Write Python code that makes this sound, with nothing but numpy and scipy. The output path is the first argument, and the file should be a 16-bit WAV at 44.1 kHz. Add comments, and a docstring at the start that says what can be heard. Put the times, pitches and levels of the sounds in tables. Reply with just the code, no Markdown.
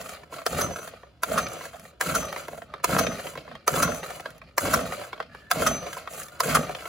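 """On a driveway in quiet air: a small two-stroke trimmer engine is pulled over eight times and never starts.
A rewind is already under way at the start. In each pull the starter pawl catches, the piston puffs, parts rattle
in the plastic housing, the pawl flies free and rings the flywheel, the rope rewinds with a hiss and the grip knocks
home. Blows ring tuned modes; steady motion is uneven noise through resonances.
Two microphone ports hear the direct sound and the scatter from ground, wall and body."""
import sys
import numpy as np
from scipy import signal
from scipy.fft import rfft, irfft, next_fast_len
from scipy.io import wavfile
from scipy.ndimage import uniform_filter1d, map_coordinates

SR = 44100
rng = np.random.default_rng(int(sys.argv[2]) if len(sys.argv) > 2 else 0)


def persist_wave(psi):
    """Save psi, clipped to +-1, as 16-bit WAV."""
    counts = np.round(np.clip(psi, -1, 1) * 32767).astype(np.int16)
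    wavfile.write(sys.argv[1], SR, np.atleast_2d(counts).T)


N = 303408  # samples


def undb(db):
    """Decibels to gain."""
    return 10 ** (np.asarray(db) / 20)


def unit(x):
    """Scale to rms 1."""
    return x / np.sqrt(np.mean(x ** 2))


def resonate(x, peaks):
    """Parallel resonances as band-passes of alternating sign, scaled together to rms 1."""
    total = 0
    for k, (hz, width_hz, db) in enumerate(peaks):
        band = signal.lfilter(*signal.iirpeak(hz, hz / width_hz, SR), x)
        total = total + (-1) ** k * undb(db) * band
    return unit(total)


def colour(x, points):
    """Shape a spectrum through (f/Hz, level/dB) points, straight over log frequency."""
    hz, db = np.transpose(points)
    f = np.maximum(np.fft.rfftfreq(x.shape[-1], 1 / SR), 1)
    gain = undb(np.interp(np.log(f), np.log(hz), db))
    return irfft(rfft(x) * gain, x.shape[-1])


def grit(per_s, spread_db, smooth):
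    """Random ticks of very uneven size, as of loose contacts, over a share of smooth noise."""
    when, size, sign = rng.random((3, N))
    tick_gain = undb(-spread_db * np.log(size + .03))
    ticks = (when < per_s / SR) * tick_gain * (sign - .5)
    return unit(ticks) + smooth * rng.standard_normal(N)


def wander(per_s):
    """A slow random curve: held random values, smoothed over one hold."""
    k = int(SR / per_s)
    held = np.repeat(rng.standard_normal(N // k + 1), k)
    return uniform_filter1d(held, k)[:N]


def flicker(per_s, db):
    """A gain that wanders in dB."""
    return undb(db * wander(per_s))


# spectrum shape of the distant air: f/Hz, level/dB per Hz
AIR_SPECTRUM = [(25, -36), (60, 8), (163, -2), (600, -21), (1310, -21), (5160, -33), (9000, -47.5),
                (16500, -49)]
AIR_DB = -58.5  # rms before the driveway's scatter


def air():
    """Distant wind and road murmur: steady noise, strongest in the bass."""
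    return undb(AIR_DB) * unit(colour(rng.standard_normal(N), AIR_SPECTRUM))


# scatter from ground, wall and body: f/Hz, level/dB against direct
SCATTER_SPECTRUM = [(50, -15), (300, -4), (1500, -3), (3500, 2), (5000, 0), (6500, -5), (16000, -8)]
SCATTER_T60_S = .045
# delay of the left microphone port behind the right: f/Hz, lag/rad
LEFT_PORT_LAG = [(0, 0), (1500, .2), (6100, .3), (15750, 12.7), (22050, 20.8)]


def driveway(x):
    """Direct sound reaches the two ports with a treble lag; scatter differs at each and shifts as the unit swings."""
    size = next_fast_len(N + SR // 2)
    lag = np.interp(np.fft.rfftfreq(size, 1 / SR), *np.transpose(LEFT_PORT_LAG))
    t = np.arange(SR // 8) / SR
    # two sets of paths, each to two ports; nothing returns in the first 1.5 ms
    scatter = rng.standard_normal((2, 2, len(t))) * undb(-60 * t / SCATTER_T60_S) * (t > .0015)
    energy = np.sum(scatter ** 2, axis=2, keepdims=True)
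    scatter = colour(scatter / np.sqrt(energy), SCATTER_SPECTRUM)
    swing = 2 * np.pi * 2.3 * np.arange(N) / SR  # 2.3 swings a second
    out = rfft(x, size) * np.exp(.5j * np.array([-lag, lag]))
    for share, paths in zip((np.cos(swing), np.sin(swing)), scatter):
        out = out + rfft(x * share, size) * rfft(paths, size)
    return irfft(out, size)[:, :N]


# faint narrow-band sounds between pulls, whistling creaks and a knock's short blur at 1.74 s:
# start t/s, end t/s, f/Hz, width/Hz, level/dB
CREAKS_AND_BLUR = [(1.738, 1.765, 1600, 250, -50), (1.738, 1.765, 720, 200, -44),
                   (5.3, 5.5, 1700, 110, -57), (6.32, 6.4, 1420, 120, -53)]


def creaks_and_blur():
    """Faint whistling creaks and a knock's short blur: noise through the same narrow resonance twice."""
    t = np.arange(N) / SR
    out = np.zeros(N)
    for start, end, hz, width_hz, db in CREAKS_AND_BLUR:
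        peak = [(hz, width_hz, 0)]
        narrow = resonate(resonate(rng.standard_normal(N), peak), peak)
        swell = np.interp(t, [start - .01, start + .005, end - .005, end + .01], [0, 1, 1, 0])
        out += undb(db) * swell * narrow
    return out


# housing modes from dull to bright, each detuned a little at every blow:
# f/Hz, t60/s, level/dB at the catch, level/dB at the pawl, level/dB at the grip
HOLLOW_MODES = [(480, .03, -12, -3, -4), (550, .035, -8, 2, -2), (620, .022, -8, -6, 0),
                (690, .035, 3, -3, -1)]
CLACK_MODES = [(990, .025, -4, -20, 0), (1100, .025, -2, -15, 0), (1230, .028, 2, -4, -4),
               (1330, .035, -3, 2, -6), (1560, .02, -8, -10, -3)]
SNAP_MODES = [(1990, .012, -7, -10, -8), (2200, .012, -9, -12, -10), (2500, .008, -16, -11, -11),
              (3150, .012, -17, -17, -19), (3600, .015, -18, -18, -21), (4200, .01, -17, -15, -21),
              (5000, .008, -22, -18, -24)]
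CRACK_MODES = [(6000, .008, 2, 3, 0), (6600, .007, 4, 3, 0), (7400, .006, 7, 8, 6), (8300, .005, 6, 7, 5),
               (9600, .004, 8, 8, 8), (10400, .004, 7, 7, 7), (11300, .004, 7, 6, 7),
               (12200, .004, 4, 4, 4), (15000, .004, 5, 4, 5)]
AT_CATCH, AT_PAWL, AT_GRIP = 0, 1, 2
HOLLOW_WAIT_S = .002  # the shell answers a blow a moment late


def add_blow(out, s, db, modes, contact_s, scuff):
    """A noisy contact swells and fades around s and rings modes of chance detuning and strength."""
    t = np.arange(2600) / SR
    hz, mode_db, t60 = np.transpose(modes)[:, :, None]
    chance = rng.standard_normal((2, len(modes), 1))
    decay = undb(mode_db + 2 * chance[0] - 60 * t / t60)
    detuned_hz = hz * (1 + .025 * chance[1])
    ring = np.sum(decay * np.sin(2 * np.pi * detuned_hz * t), axis=0)
    since = t[:1300] - .012
    scuffing = (since > -.006) * (since < 0)  # parts scuff together first
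    contact = np.exp(-(since / contact_s) ** 2) + scuff * scuffing
    sound = signal.fftconvolve(ring, contact * rng.standard_normal(1300))[:len(t)]
    loudest = np.sqrt(uniform_filter1d(sound ** 2, size=200).max())  # short-term rms
    i = int((s - .012) * SR)
    out[i:i + len(t)] += (sound * undb(db) / loudest)[:N - i]


def blows(times, levels, spots, contact_s, late_s, scuff):
    """Every blow rings all four families of housing modes, weighted by the spot it strikes."""
    families = (HOLLOW_MODES, CLACK_MODES, SNAP_MODES, CRACK_MODES)
    out = np.zeros(N)
    for s, row, spot in zip(times, levels, spots):
        if s + .02 >= N / SR:
            continue
        for db, modes, wait_s in zip(row, families, (HOLLOW_WAIT_S, 0, 0, 0)):
            struck = np.array(modes)[:, [0, 2 + spot, 1]]
            add_blow(out, s + late_s + wait_s, db, struck, contact_s, scuff)
    # blows keep only the sound above about 420 Hz
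    return signal.sosfilt(signal.butter(4, 420, "highpass", fs=SR, output="sos"), out)


# every pull, used by all the starter sounds below; the first is already rewinding:
# catch t/s, catch level/dB, pawl free t/s, pawl level/dB, pawl treble/dB, catch hollowness/dB,
# flywheel ring level/dB, effort/dB, compression/dB, rewind thump/dB, rope home t/s, rewind level/dB
STARTER_PULLS = [(-.32, -15, -.17, -18, 0, 0, -30, -3, -6, 0, .12, -1),
                 (.4632, -15, .608, -21, 1, 2, -26.5, -3, -1, -12, .88, -2),
                 (1.2333, -15, 1.3773, -17, -5, -6, -30, -3, -4, -5, 1.66, -2.5),
                 (2.01, -15, 2.1482, -18, 0, -10, -28.5, -2, -4, -1, 2.41, 0),
                 (2.8427, -11, 2.9854, -14, -3, -5, -27, 1, 2.5, 6, 3.3, -.5),
                 (3.6773, -10, 3.8227, -14, -1, 1, -24.5, 1, 1, 1, 4.15, 0),
                 (4.58, -11, 4.7332, -14, -2, -8, -36.5, 0, 2, 4, 5.03, 1.5),
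                 (5.5128, -11, 5.6645, -15, -2, 0, -23.5, 0, 0, -2, 5.98, -.5),
                 (6.4034, -13, 6.5478, -12, -2, -2, -38, 1, -1, -3, 6.87, -1)]
# loose parts and grip knocking: t/s, hollow level/dB, clack level/dB, snap level/dB, crack level/dB
CLEAR_KNOCKS = [(0.012, -42.0, -40.0, -47.0, -40.0), (0.0912, -42.0, -39.0, -45.0, -41.0),
                (0.1336, -44.0, -47.0, -51.0, -51.0), (0.2324, -43.0, -46.0, -50.0, -70),
                (0.3235, -40.0, -38.0, -48.0, -54.0), (0.4165, -43.0, -40.0, -46.0, -69.0),
                (0.5257, -25.0, -36.0, -50.0, -37.0), (0.588, -25.0, -33.0, -35.0, -50.0),
                (0.6614, -47.0, -49.0, -54.0, -51.0), (0.7484, -51.0, -54.0, -58.0, -59.0),
                (0.8749, -36.0, -37.0, -43.0, -43.0), (0.9344, -34.0, -59.0, -59.0, -64.0),
                (1.032, -41.0, -41.0, -55.0, -70), (1.2964, -26.0, -46.0, -50.0, -43.0),
                (1.315, -26, -32, -38, -46), (1.3579, -28.0, -26.0, -45.0, -48.0),
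                (1.4661, -33.0, -32.0, -32.0, -59.0), (1.4846, -43.0, -50.0, -56.0, -40.0),
                (1.5324, -40.0, -54.0, -57.0, -38.0), (1.6087, -41.0, -35.0, -41.0, -49.0),
                (1.6526, -39.0, -35.0, -42.0, -40.0), (1.7425, -38.0, -44.0, -53.0, -70),
                (1.7956, -49.0, -52.0, -49.0, -45.0), (1.8516, -41.0, -47.0, -46.0, -65.0),
                (2.0608, -29.0, -33.0, -50.0, -52.0), (2.229, -33.0, -30.0, -44.0, -41.0),
                (2.252, -40.0, -50.0, -51.0, -37.0), (2.3258, -26.0, -32.0, -32.0, -41.0),
                (2.3613, -34.0, -27.0, -31.0, -44.0), (2.4814, -27.0, -33.0, -40.0, -42.0),
                (2.5296, -29.0, -42.0, -54.0, -66.0), (2.5746, -35.0, -62.0, -51.0, -52.0),
                (2.6184, -33.0, -35.0, -54.0, -58.0), (2.7377, -34.0, -27.0, -38.0, -55.0),
                (2.799, -47.0, -44.0, -66.0, -70), (2.8903, -21.0, -43.0, -47.0, -48.0),
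                (2.912, -23, -36, -44, -48), (2.926, -34, -26, -33, -42),
                (2.948, -20.0, -23.0, -43.0, -45.0), (2.9644, -35.0, -16.0, -42.0, -45.0),
                (3.0443, -24.0, -30.0, -48.0, -52.0), (3.0664, -25.0, -30.0, -25.0, -44.0),
                (3.1174, -31.0, -34.0, -46.0, -50.0), (3.1547, -47.0, -50.0, -43.0, -47.0),
                (3.1834, -32.0, -43.0, -40.0, -46.0), (3.1961, -34.0, -36.0, -39.0, -44.0),
                (3.2534, -30.0, -43.0, -48.0, -51.0), (3.2687, -49.0, -36.0, -33.0, -59.0),
                (3.3535, -33.0, -34.0, -46.0, -50.0), (3.3745, -27.0, -34.0, -37.0, -50.0),
                (3.477, -42.0, -36.0, -58.0, -70), (3.5131, -38.0, -37.0, -51.0, -64.0),
                (3.5518, -39.0, -35.0, -38.0, -58.0), (3.7392, -21.0, -26.0, -45.0, -35.0),
                (3.76, -25.0, -29.0, -32.0, -37.0), (3.773, -23.0, -25.0, -40.0, -46.0),
                (3.8008, -24.0, -20.0, -33.0, -46.0), (3.846, -40.0, -23.0, -33.0, -37.0),
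                (3.877, -29.0, -26.0, -45.0, -52.0), (3.919, -44.0, -29.0, -52.0, -55.0),
                (3.9454, -40, -36, -42, -36), (4.0302, -30.0, -35.0, -35.0, -48.0),
                (4.1044, -40, -36, -44, -41), (4.197, -31.0, -38.0, -39.0, -49.0),
                (4.2045, -50, -55, -46, -42), (4.2574, -33.0, -27.0, -41.0, -56.0),
                (4.3036, -50, -50, -50, -47), (4.3794, -60, -55, -56, -52),
                (4.416, -50.0, -41.0, -44.0, -70), (4.6525, -24.0, -32.0, -42.0, -37.0),
                (4.6804, -20.0, -31.0, -35.0, -46.0), (4.79, -25.0, -29.0, -34.0, -47.0),
                (4.9207, -27.0, -32.0, -33.0, -43.0), (5.013, -37.0, -35.0, -45.0, -49.0),
                (5.0365, -37.0, -38.0, -41.0, -57.0), (5.1295, -29.0, -32.0, -34.0, -55.0),
                (5.177, -44.0, -44.0, -50.0, -70), (5.2013, -27.0, -23.0, -37.0, -55.0),
                (5.2247, -43.0, -41.0, -42.0, -64.0), (5.3476, -44.0, -36.0, -46.0, -57.0),
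                (5.503, -48, -44, -42, -44), (5.5543, -26.0, -44.0, -47.0, -48.0),
                (5.62, -25.0, -23.0, -31.0, -45.0), (5.745, -28, -36, -40, -50),
                (5.828, -40, -35, -44, -50), (5.865, -32, -38, -40, -50),
                (5.9294, -52.0, -36.0, -36.0, -37.0), (5.9676, -45.0, -32.0, -44.0, -47.0),
                (6.074, -36.0, -28.0, -36.0, -53.0), (6.1345, -42.0, -45, -50.0, -41),
                (6.217, -43.0, -36.0, -41.0, -52.0), (6.232, -60.0, -55.0, -52, -36),
                (6.283, -52.0, -64.0, -48.0, -44), (6.4562, -22.0, -36.0, -47.0, -49.0),
                (6.4903, -25.0, -29.0, -36.0, -36.0), (6.508, -24, -33, -30, -42),
                (6.5688, -21.0, -16.0, -41.0, -37.0), (6.6933, -26.0, -29.0, -54.0, -49.0),
                (6.7484, -34.0, -34.0, -32.0, -49.0), (6.8543, -33.0, -33.0, -40.0, -46.0)]
# hollow, clack, snap, crack in dB against the blow, for catch, pawl and chance knocks
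CATCH_MIX_DB, RELEASE_MIX_DB, KNOCK_MIX_DB = [-4, 2, -9, -2], [-9, 1, -16, -2], [0, 0, -6, -14]
RATTLE_DB, RATTLE_SPREAD_DB = -47, 5  # chance knocks, before family mix and rewind level; spread either way
SHAKEN_S = .12  # knocks ring like the pawl from the catch until this long after it frees


def knocks(count):
    """Loose parts and grip strike the housing: clear knocks, and a few small chance ones in every rewind."""
    catch_s, _, free_s, *_, home_s, rewind_db = np.transpose(STARTER_PULLS[1:])[:, :, None]
    chance = rng.random((len(free_s), count, 5))
    small_s = free_s + (home_s - free_s) * chance[..., 0]
    spread_db = RATTLE_SPREAD_DB * (2 * chance[..., 1:] - 1)
    small_db = RATTLE_DB + rewind_db[..., None] + KNOCK_MIX_DB + spread_db
    clear = np.array(CLEAR_KNOCKS)
    s = np.r_[clear[:, 0], small_s.ravel()]
    levels = np.r_[clear[:, 1:], small_db.reshape(-1, 4)]
    shaken = np.any((s > catch_s) & (s < free_s + SHAKEN_S), axis=0)
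    spots = np.where(shaken, AT_PAWL, AT_GRIP)
    return blows(s, levels, spots, contact_s=.0015, late_s=.0017, scuff=.06)


# settled flywheel tones: f/Hz, level/dB, t60/s before the extra early fade
FLYWHEEL_TONES = [(5925, -6, .3), (6030, 0, .6)]
SAG_SHARE, SAG_S = .02, .16  # the ring starts this share sharp and settles


def flywheel():
    """The freed pawl strikes the metal flywheel: a close pair of high tones beats and sags as the wheel slows."""
    t = np.arange(SR // 2) / SR
    bent = t + SAG_SHARE * SAG_S * (1 - np.exp(-t / SAG_S))
    swell = 1 - np.exp(-t / .002)
    early_fade_db = -4.5 + 3.5 * np.exp(-t / .04)
    out = np.zeros(N)
    for _, _, free_s, _, _, _, db, *_ in STARTER_PULLS[1:]:
        ring = 0
        for hz, tone_db, t60 in FLYWHEEL_TONES:
            tone = np.sin(2 * np.pi * (hz * bent + rng.random()))
            ring = ring + undb(tone_db - 60 * t / t60) * tone
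        i = int((free_s + .001) * SR)
        out[i:i + len(t)] += (undb(db + early_fade_db) * ring * swell)[:N - i]
    return out * flicker(50, 3.0)


# the five rows of the next three tables are the layers puffs, low body, high body, scrape, hiss;
# their levels come before each pull's own and the layer trims
# engine turning: level/dB at the catch, rise t/s, level/dB risen, level/dB when the pawl frees,
# hold t/s, coast fall/(dB/s)
ENGINE_TURNING = [(-60, .06, -31.5, -30.5, .04, 97), (-46, .08, -35, -38, .04, 110),
                  (-45, .08, -39, -34, .015, 200), (-51, .09, -42.5, -43, .02, 180),
                  (-52, .085, -47, -47, .02, 220)]
TAKE_UP_S, TAKE_UP_DB = .013, -15  # the rope tightens just before the catch
# rope running back: level/dB at first, level/dB on reaching home, fall/(dB/s)
ROPE_REWIND = [(-53, -57, 50), (-44, -48, 110), (-47, -47.5, 140), (-53, -51.5, 150), (-61.5, -57.5, 225)]
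REWIND_RISE_S = .05
SETTLE_S, SETTLE_SHARE = .08, .45  # after this long at home the fall slows to this share
# each layer at rest: level/dB
REST_LEVELS = [-67, -74, -82, -87, -94]
# the unit shifts in the hands between pulls: start t/s, loudest t/s, end t/s,
# thump level/dB, rattle level/dB, scrape level/dB, hiss level/dB
HAND_SHIFTS = [(.322, .335, .42, -46, -43, -50, -57), (1.73, 1.84, 1.89, -54, -61, -59, -64),
               (1.9, 1.94, 1.97, -58, -63, -73, -90), (2.44, 2.52, 2.63, -49, -57, -62, -64),
               (2.64, 2.76, 2.84, -53, -57, -65, -89), (3.34, 3.38, 3.42, -47, -53, -56, -66),
               (3.44, 3.53, 3.62, -47, -58, -59, -88), (4.2, 4.27, 4.36, -52, -53, -59, -70),
               (4.36, 4.44, 4.54, -59, -71, -67, -90), (5.12, 5.2, 5.28, -58, -53, -58, -83),
               (5.28, 5.34, 5.49, -54, -61, -63, -80), (6.11, 6.2, 6.26, -48, -48, -50, -50),
               (6.28, 6.37, 6.41, -53, -55, -60, -70)]
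SHIFT_EDGE_DB = -8  # at start and end, against the loudest
SHIFT_RISE_DB_PER_S, SHIFT_FADE_DB_PER_S = 700, 400  # outside start and end


def motion(layer):
    """Gain of one layer: cranking, rewinding, shifting in the hands and rest add in power."""
    t = np.arange(0, N / SR, .001)
    first_db, rise_s, risen_db, free_db, hold_s, coast = ENGINE_TURNING[layer]
    start_db, home_db, fall = ROPE_REWIND[layer]
    settled_db = home_db - fall * SETTLE_S
    crank_points = [first_db + TAKE_UP_DB, first_db, risen_db, free_db, free_db, free_db - coast]
    rewind_points = [start_db - 20, start_db, home_db, settled_db, settled_db - fall * SETTLE_SHARE]
    shift_points = [SHIFT_EDGE_DB - SHIFT_RISE_DB_PER_S, SHIFT_EDGE_DB, 0,
                    SHIFT_EDGE_DB, SHIFT_EDGE_DB - SHIFT_FADE_DB_PER_S]
    parts = [np.full(len(t), 1. * REST_LEVELS[layer])]
    for catch, _, free, *_, effort_db, compression_db, thump_db, home, rewind_db in STARTER_PULLS:
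        still = free + hold_s
        crank_s = [catch - TAKE_UP_S, catch, catch + rise_s, free, still, still + 1]
        crank_db = effort_db if layer else compression_db  # compression sets the puffs
        parts.append(crank_db + np.interp(t, crank_s, crank_points, left=-200))  # left: silence
        settled = home + SETTLE_S
        rewind_s = [free, free + REWIND_RISE_S, home, settled, settled + 1]
        run_db = rewind_db if layer else thump_db
        parts.append(run_db + np.interp(t, rewind_s, rewind_points, left=-200))
    for start, top, end, thump_db, rattle_db, scrape_db, hiss_db in HAND_SHIFTS:
        db = (thump_db, rattle_db, rattle_db, scrape_db, hiss_db)[layer]
        parts.append(db + np.interp(t, [start - 1, start, top, end, end + 1], shift_points))
    gain = np.sqrt(np.sum(undb(parts) ** 2, axis=0))
    return np.interp(np.arange(N) / SR, t, gain)


DRIFT_SHARE, DRIFT_PER_S = .03, 14  # rms speed change; new random values a second


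def drift(x):
    """Housing resonances wander in pitch as the grip changes: x is read at an uneven speed."""
    lag = np.cumsum(DRIFT_SHARE * unit(wander(DRIFT_PER_S)))
    lag = lag - uniform_filter1d(lag, size=SR // 4)  # keep events near their own times
    return map_coordinates(x, [np.arange(N) + lag], order=1, mode="mirror")


# resonances that steady motion excites: f/Hz, width/Hz, level/dB within the group
MUFFLER_PEAKS = [(73, 69, -8), (106.6, 17, -3.5), (158, 27.7, -1), (261.7, 60, -3), (328, 174, -10.5)]
LOW_BODY_PEAKS = [(496.5, 152, -5.5), (563.7, 103, 0.5), (662, 147, -4)]
HIGH_BODY_PEAKS = [(1080, 160, -12), (1310, 220, 0), (1560, 220, -11)]
SCRAPE_PEAKS = [(2100, 800, 0), (3200, 900, -4.5), (4100, 600, -3.5), (5100, 900, -11)]
HISS_PEAKS = [(6200, 900, -2), (7500, 900, 4.5), (9530, 870, 2.5), (11400, 2400, -1), (15000, 1400, -4)]
TURNS_HZ = 23.55  # nominal crank turns a second; the speed wanders
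PISTON_SMOOTH, PISTON_SHARE = .8, .3  # steady part of the rattle; decay of each jolt in half turns


def patchy():
    """Each part of the rattle comes and goes on its own."""
    return flicker(22, 2.0)


def cranking():
    """Puffs once a turn in the muffler, loose parts ticking in the housing, rope and spring rubbing."""
    puff_gain, low_gain, high_gain, scrape_gain, hiss_gain = map(motion, range(5))
    turn = np.cumsum(TURNS_HZ / SR * flicker(6, 1.8)) % 1
    stroke = 1.35 + np.exp(-turn / .34)  # gas leaves in a gust after each compression
    shake = flicker(70, 2.2)  # the whole unit jolts in the hand
    puffs = resonate(stroke * grit(300, 1.2, 1.17), MUFFLER_PEAKS) * puff_gain
    jolt = PISTON_SMOOTH + np.exp(-(2 * turn % 1) / PISTON_SHARE)  # the piston turns round twice a turn
    low = drift(resonate(jolt * grit(500, 2.5, .9), LOW_BODY_PEAKS)) * low_gain * undb(6.0)
    shared = grit(400, 3.0, .5)  # ticks common to high body, scrape and hiss
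    high = drift(resonate(jolt * shared, HIGH_BODY_PEAKS)) * high_gain * undb(3.5)
    rubbing = jolt * (.4 * shared + grit(1200, 2.3, 1.0))
    scrape = drift(resonate(rubbing, SCRAPE_PEAKS)) * scrape_gain * undb(4.0)
    hiss = resonate(.9 * shared + grit(1400, 3.5, 1.3), HISS_PEAKS) * hiss_gain * undb(12.0)
    parts = sum(part * patchy() for part in (low, high, scrape, hiss))
    return puffs + shake * parts


def pawl_catches():
    """The pawl catches: a short blow on the housing with its own hollowness in each pull."""
    s, db, _, _, _, hollow_db = np.transpose(STARTER_PULLS[1:])[:6]
    levels = db[:, None] + CATCH_MIX_DB + np.outer(hollow_db, [1, 0, 0, 0])
    spots = [AT_CATCH] * len(s)
    return undb(-5.0) * blows(s, levels, spots, contact_s=.0015, late_s=.0017, scuff=.12)


def pawl_releases():
    """The pawl flies free: a longer chattering blow on the housing with its own treble in each pull."""
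    _, _, s, db, treble_db, _ = np.transpose(STARTER_PULLS[1:])[:6]
    levels = db[:, None] + RELEASE_MIX_DB + np.outer(treble_db, [0, 0, 0, 1])
    spots = [AT_PAWL] * len(s)
    return undb(-3.0) * blows(s, levels, spots, contact_s=.0078, late_s=.0068, scuff=.072)


DIP_HZ, DIP_WIDTH_HZ, DIP_SHARE = 870, 220, .5  # the ground's mirror image weakens this band


def scene():
    """Trimmer on the driveway over the quiet air."""
    hits = pawl_catches() + pawl_releases() + knocks(count=3)
    trimmer = cranking() + hits + flywheel() + creaks_and_blur()
    mirrored = signal.lfilter(*signal.iirpeak(DIP_HZ, DIP_HZ / DIP_WIDTH_HZ, SR), trimmer)
    return driveway(undb(-1.5) * (trimmer - DIP_SHARE * mirrored) + air())


def record(dry):
    """The microphone drops the deepest bass; the recorder cuts the top."""
    dry = signal.sosfilt(signal.butter(3, 42, "highpass", fs=SR, output="sos"), dry)
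    top_hz = 15900
    return signal.sosfilt(signal.ellip(10, .2, 70, top_hz, fs=SR, output="sos"), dry)


dry = scene()
out = record(dry)
persist_wave(out)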